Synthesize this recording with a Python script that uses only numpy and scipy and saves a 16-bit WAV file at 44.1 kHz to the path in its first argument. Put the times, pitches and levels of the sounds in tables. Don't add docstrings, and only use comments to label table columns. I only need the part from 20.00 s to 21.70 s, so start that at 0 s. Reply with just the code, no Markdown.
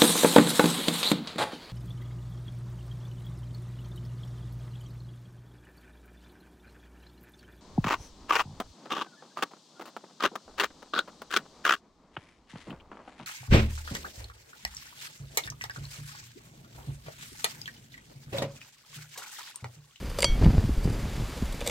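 import sys
import numpy as np
from scipy import signal
from scipy.io import wavfile

SR = 44100
rng = np.random.default_rng(int(sys.argv[2]) if len(sys.argv) > 2 else 0)


def voltage_ratio(decibels):
    exponent = np.asarray(decibels, float) / 20
    return 10 ** exponent


def dump(signal):
    limited = np.clip(np.atleast_2d(signal).T, -1, 1)
    pcm = np.round(limited * 32767).astype(np.int16)
    wavfile.write(sys.argv[1], SR, pcm)


N = 74970

# start_s, level_db
GUST_LEVEL = [(0, -38), (.2, -43), (.28, -34.5), (.33, -34.5), (.405, -29.5), (.44, -21.5), (.49, -29.5),
              (.55, -29.5), (.65, -32.5), (.73, -39), (.82, -35.5), (.92, -31.5), (1.0, -33.5), (1.13, -37),
              (1.21, -36), (1.28, -40.5), (1.46, -41), (1.7, -43)]
# pitch_hz, level_db (per Hz)
WIND_COLOUR = [(12, -30), (30, 2), (142, -5), (171, -8.5), (789, -29.5), (933, -36), (1160, -36),
               (1430, -33), (6000, -50.5), (7800, -67), (13200, -120)]


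def rms_one(x):
    return x / np.sqrt(np.mean(x ** 2) + 1e-20)


def in_time(rows):
    s, value = np.transpose(rows)
    return np.interp(np.arange(N) / SR, s, value)


def drift(rate_hz):
    r = np.exp(-80 * np.pi * rate_hz / SR)
    slow = signal.lfilter([1], [1, -2 * r, r * r], rng.standard_normal(N // 40 + 2002))
    slow = slow[2000:]
    return np.interp(np.arange(N) / 40, np.arange(len(slow)), rms_one(slow - slow.mean()))


def band_pass(x, low_hz, high_hz, order=2):
    return signal.sosfilt(signal.butter(order, [low_hz, high_hz], "band", fs=SR, output="sos"), x)


def ring(clicks, hz, t60_s):
    r = voltage_ratio(-60 / (t60_s * SR))
    w = 2 * np.pi * hz / SR
    return signal.lfilter([0, np.sin(w)], [1, -2 * r * np.cos(w), r * r], clicks + 1e-18)


def banded(spectrum, lumps_db, rate_hz, tilt_db=0):
    hz, db = np.transpose(spectrum)
    out, together, white = 0, drift(rate_hz), rng.standard_normal((2, N))
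    edges = 20 * 2 ** np.arange(0, 9.8, .5)
    for k, (low, high) in enumerate(zip(edges, edges[1:])):
        level = np.interp(np.log(low * high) / 2, np.log(hz), db)
        lumps = lumps_db * (together + .7 * drift(rate_hz))
        out = out + band_pass(white[k % 2], low, high) * voltage_ratio(level + k * tilt_db + lumps)
    return rms_one(out)


def outdoor_air():
    # pitch_hz, level_db
    air_colour = [(88, -49), (150, -10.5), (254, -12), (361, -8.5), (414, -25.5), (716, -15.5),
                  (1240, -17.5), (4860, -24), (16000, -42)]
    level_db, side_db = -45.5, -20.5
    shared = voltage_ratio(level_db) * banded(air_colour, 1.0, 1.5)
    difference = voltage_ratio(side_db + level_db) * banded(air_colour, 0.35, 6.0, -1.3)
    return shared, difference


def wind_rumble():
    gust = in_time(GUST_LEVEL)
    swing_db = gust - gust.mean()
    rumble = voltage_ratio(gust + 0.5) * banded(WIND_COLOUR, 2.08, 57, 0.025 * swing_db)
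    heave = rms_one(band_pass(rng.standard_normal(N), 22, 55))
    return rumble + voltage_ratio(-35 + 0.8 * swing_db) * heave


def wind_difference():
    return voltage_ratio(-30 + in_time(GUST_LEVEL)) * banded(WIND_COLOUR, 0.5, 41.0, -0.15)


def wind_pops():
    # start_s, level_db, pitch_hz, direction (sign and size), sharpness of the front (0 to 1)
    swirls = [(0.295, -15.5, 28.95, -1.03, 0.002), (0.323, -16.5, 39.7, 0.86, .1),
              (.413, -13.5, 60, 0.93, 0.086), (0.425, -13.5, 111, 0.97, 0.88), (.440, -12, 69, -0.97, 0.11),
              (0.4456, -6, 128, 0.88, 0), (0.4582, -6, 135, 0.64, 0.63), (0.464, -5, 155, 0.96, 0.48),
              (.473, -7, 55, 0.82, 0.38), (0.485, -11.5, 195, 0.94, 0), (0.504, -7, 117, 0.68, 0.48),
              (.541, -16, 111, -1.25, 0.4), (0.55, -10.5, 123, 0.77, 0.34), (.558, -14, 91, -0.19, 0),
              (.581, -8, 87, 1, 0.55), (0.614, -25, 90.5, -0.47, 0.059), (.64, -16, 169, 0.8, 0.73),
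              (0.648, -14.5, 140, 1, 0), (.693, -13.5, 254, -0.83, 0.048), (.703, -17, 61, 1, 0),
              (0.717, -22, 57, 0.92, 0), (0.775, -14.5, 32, -1.04, 0.082), (0.848, -15, 78.4, -0.59, 0.33),
              (0.855, -13, 163, 1, 0.2), (.876, -18.5, 298, -0.78, 0.95), (0.904, -15, 118, 0.6, 0.3),
              (0.919, -23.5, 204, -0.78, 0.74), (.93, -26.5, 58.6, 0.85, 0.18),
              (.952, -23, 260, 0.69, 0.86), (0.958, -23, 82, -0.68, .2), (.978, -22.5, 64, 0.51, .2),
              (1.049, -20, 89, 0.54, 0.071), (1.18, -23, 130, 0.89, 0.48), (1.199, -20.5, 137, 1, 0.21),
              (1.208, -23.5, 163, 1, .2), (1.222, -16.5, 105, 0.69, 0.19), (1.293, -23, 302, -0.46, 0.27),
              (1.418, -26, 149, -1.2, 0.053), (1.4242, -13, 194.4, 0.87, 0.35),
              (1.432, -17.5, 55.7, 0.79, 0.46)]
    cycles, edge_hz = 6.5, 880
    pops = np.zeros(N)
    for s, db, hz, direction, sharp in swirls:
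        click = np.zeros(N)
        click[int(s * SR)] = direction * voltage_ratio(db + 0.5)
        swing = ring(click, hz, cycles / hz)
        front = np.gradient(swing) * SR / (2 * np.pi * hz)
        pops += swing + sharp * front
    return signal.lfilter(*signal.butter(1, edge_hz, fs=SR), pops)


def wind_crackle():
    per_s, level_db, cycles = 250, -6.5, 3.65
    sizes = voltage_ratio(4.6 * np.minimum(rng.exponential(1, N), 4)) * rng.choice([-1, 1], N)
    born = (rng.random(N) < per_s / SR) * sizes
    pitches_hz = np.geomspace(180, 1100, 10)
    dealt = rng.integers(0, 10, N)
    rings = 0
    for k, hz in enumerate(pitches_hz):
        rings = rings + ring(born * (dealt == k), hz, cycles / hz) * voltage_ratio(-1.5 * k)
    soft = signal.lfilter([.2], [1, -.8], rings)
    return voltage_ratio(level_db + in_time(GUST_LEVEL)) * rms_one(soft)


def body(modes, column, grit, spread_db, rattle, swap, lean_db=0):
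    # start_s, steel_db, face_db, hollow_db, chatter_s
    touches = [(.116, -50, -48, -39, 0.0092), (.1852, -38, -39, -51, 0.0016),
               (.1866, -23, -55, -55, 0.0026), (.1878, -26.5, -26, -23.5, 0.00094),
               (.2052, -17, -32, -50, 0.00038), (.2102, -41, -55, -57, 0.00055),
               (.2152, -41, -46, -45, 0.0016), (.2195, -23, -50, -40, 0.0018),
               (.2229, -11, -24.5, -38, 0.0005), (.2283, -12, -13, -31, 0.0021),
               (.2302, -36, -18, -22.5, 0.0012), (.240, -34, -42, -53, 0.0012),
               (.2432, -23, -16, -28, 0.00075), (.2442, -8, -29, -17.5, 0.00043),
               (.2474, -13.5, -30, -20.5, 0.00064), (.4455, -35, -27, -47, .001),
               (.693, -50, -60, -53, 0.0014), (.8995, -34.5, -59, -67, 0.0011),
               (1.422, -36, -57, -42, 0.0022), (1.524, -31, -40, -38.5, 0.0064),
               (1.6065, -29, -34, -44, 0.0023), (1.611, -32, -46, -38, 0.0047),
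               (1.6135, -48, -28.5, -29, 0.0016), (1.622, -37, -47, -29, 0.0016),
               (1.664, -29, -39, -32, 0.0027), (1.669, -27, -40, -50, .002),
               (1.6745, -14.5, -30, -28, 0.002), (1.677, -22, -40, -44, 0.0012),
               (1.6805, -44, -44, -33, 0.0011), (1.686, -24.5, -40, -39, 0.0023),
               (1.697, -24, -25, -47, .002)]
    size = 400
    draws = rng.standard_normal((len(touches), 2 * size + len(modes)))
    chatter = draws[:, :size] * (draws[:, size:2 * size] > .5)
    luck = draws[:, 2 * size:]
    out = 0
    for m, (hz, db, t60_s) in enumerate(modes):
        force = np.zeros(N + size)
        for k, row in enumerate(touches):
            fade = np.exp(-(np.arange(size) / (row[-1] * SR)) ** 2)
            burst = rattle * chatter[k] * fade
            burst[0] = 4.5
            glance = np.clip((row[1] - row[3]) / 24, 0, 1) - .5
            colour_db = spread_db * luck[k, m] + lean_db * glance * np.log2(hz / 6040)
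            i = int(row[0] * SR)
            force[i:i + size] += burst / np.sqrt(np.sum(burst ** 2)) * voltage_ratio(row[column] + colour_db)
        out = out + ring(force[:N] + grit, hz, t60_s) * voltage_ratio(db) * swap ** m
    return out


def sand_grit():
    # start_s, level_db
    rub = [
        (.18, -60),
        (.187, -33),
        (.2, -47),
        (.215, -37),
        (.245, -34),
        (.256, -75),
    ]
    # start_s, level_db
    drag = [
        (1.565, -49.5),
        (1.585, -47.5),
        (1.607, -43),
        (1.635, -40),
        (1.665, -35.5),
        (1.68, -36.5),
        (1.7, -29.5),
    ]
    hits = rng.random(N) < 8300 / SR
    grains = rms_one(rng.standard_normal(N) * hits * voltage_ratio(5.1 * drift(45))) / 10
    return grains * (voltage_ratio(in_time(drag)) + voltage_ratio(in_time(rub)))


def steel(grit):
    # pitch_hz, level_db, t60_s
    pressed = [(4330, -13, 0.006), (4820, 2, 0.009), (5100, -18, .004), (5860, -9, 0.005),
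               (6570, -10, 0.005), (7390, -5, 0.006), (7900, -6, 0.004), (8500, -7, .004),
               (9060, -9, 0.005), (10700, -16, 0.005), (12000, -26, .005), (12900, -27, .005),
               (14600, -30, .005)]
    # pitch_hz, level_db, t60_s
    bedded = [(2210, -5, 0.0076), (3120, -6, 0.0051), (3656, 0.5, 0.0054), (4730, -6, 0.0066),
              (5970, -5.5, 0.0078), (6560, -7.5, 0.0067), (7770, -0.5, 0.0044), (8670, -8.5, 0.0068),
              (9260, -8.5, 0.0043), (11100, -19, 0.0044), (13200, -12, .005), (15100, -28, .006)]
    on_stone = body(pressed, column=1, grit=grit, spread_db=1.5, rattle=.5, swap=-1, lean_db=19)
    in_mortar = body(bedded, column=1, grit=grit, spread_db=1.5, rattle=1, swap=-1)
    mortar_s = 1.0
    return voltage_ratio(-4.0) * np.where(np.arange(N) / SR < mortar_s, on_stone, in_mortar)


def block_face(grit):
    # pitch_hz, level_db, t60_s
    face_modes = [(1670, -10.5, 0.012), (2026, -3.5, 0.016), (2255, 1, 0.0087), (2410, -3.5, 0.016),
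                  (2926, -1, 0.011), (3620, -11.5, 0.0046), (3460, -5, 0.0074)]
    return voltage_ratio(-3.0) * body(face_modes, column=2, grit=grit * voltage_ratio(-3.5), spread_db=1.5, rattle=.4, swap=-1)


def block_hollow(grit):
    # pitch_hz, level_db, t60_s
    hollow_modes = [(490, -3, 0.05), (550, 0, 0.045), (640, -11, 0.02), (770, -13, .02), (935, -4, 0.025),
                    (1100, -9, 0.016)]
    knock = body(hollow_modes, column=3, grit=grit * voltage_ratio(-4), spread_db=1.2, rattle=.15, swap=1)
    no_rumble = signal.butter(2, 330, "high", fs=SR, output="sos")
    return voltage_ratio(-3.0) * signal.sosfilt(no_rumble, knock)


def ground(x):
    level_db, t60_s = -9, .035
    t = np.arange(3000) / SR
    tail = rng.standard_normal(len(t)) * voltage_ratio(-60 * t / t60_s) * (t > .001)
    return x + voltage_ratio(level_db) * signal.fftconvolve(x, tail / np.sqrt(np.sum(tail ** 2)))[:N]


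def free_blade():
    # pitch_hz, level_db, t60_s
    free_modes = [(2231, -9.5, .55), (3250, -1, .28), (3365, -13, .1), (4481, -4, .2), (5852, -8, .21),
                  (7403, -9, .09), (9060, -11, .08), (10800, -18, .035), (13200, -21, .025)]
    lift_s, lift_db = .2475, -26
    catch_s, catch_t60_s = 0.365, 0.064
    lift = np.zeros(N)
    lift[int(lift_s * SR)] = voltage_ratio(lift_db)
    free = sum(ring(lift, hz, t60_s) * voltage_ratio(db) for hz, db, t60_s in free_modes)
    return free * voltage_ratio(-60 * np.clip(np.arange(N) / SR - catch_s, 0, 1) / catch_t60_s)


def tool():
    grit = sand_grit()
    haze = voltage_ratio(11) * band_pass(grit, 4460, 14100, order=1)
    contact = steel(grit) + block_face(grit) + block_hollow(grit) + haze
    return ground(contact) + free_blade()


def scene():
    air_shared, air_difference = outdoor_air()
    mid = air_shared + wind_rumble() + wind_pops() + wind_crackle() + tool()
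    side = air_difference + wind_difference()
    return np.array([mid + side, mid - side])


def low_pass(x):
    return signal.sosfilt(signal.butter(12, 16460, fs=SR, output="sos"), x)


def record(dry):
    hiss = voltage_ratio(-55.5) * rng.standard_normal(dry.shape)
    top_cut = signal.cheby2(14, 50, 16000, fs=SR, output="sos")
    mix = signal.sosfilt(top_cut, dry + hiss)
    return low_pass(mix)


dry = scene()
out = record(dry)
dump(out)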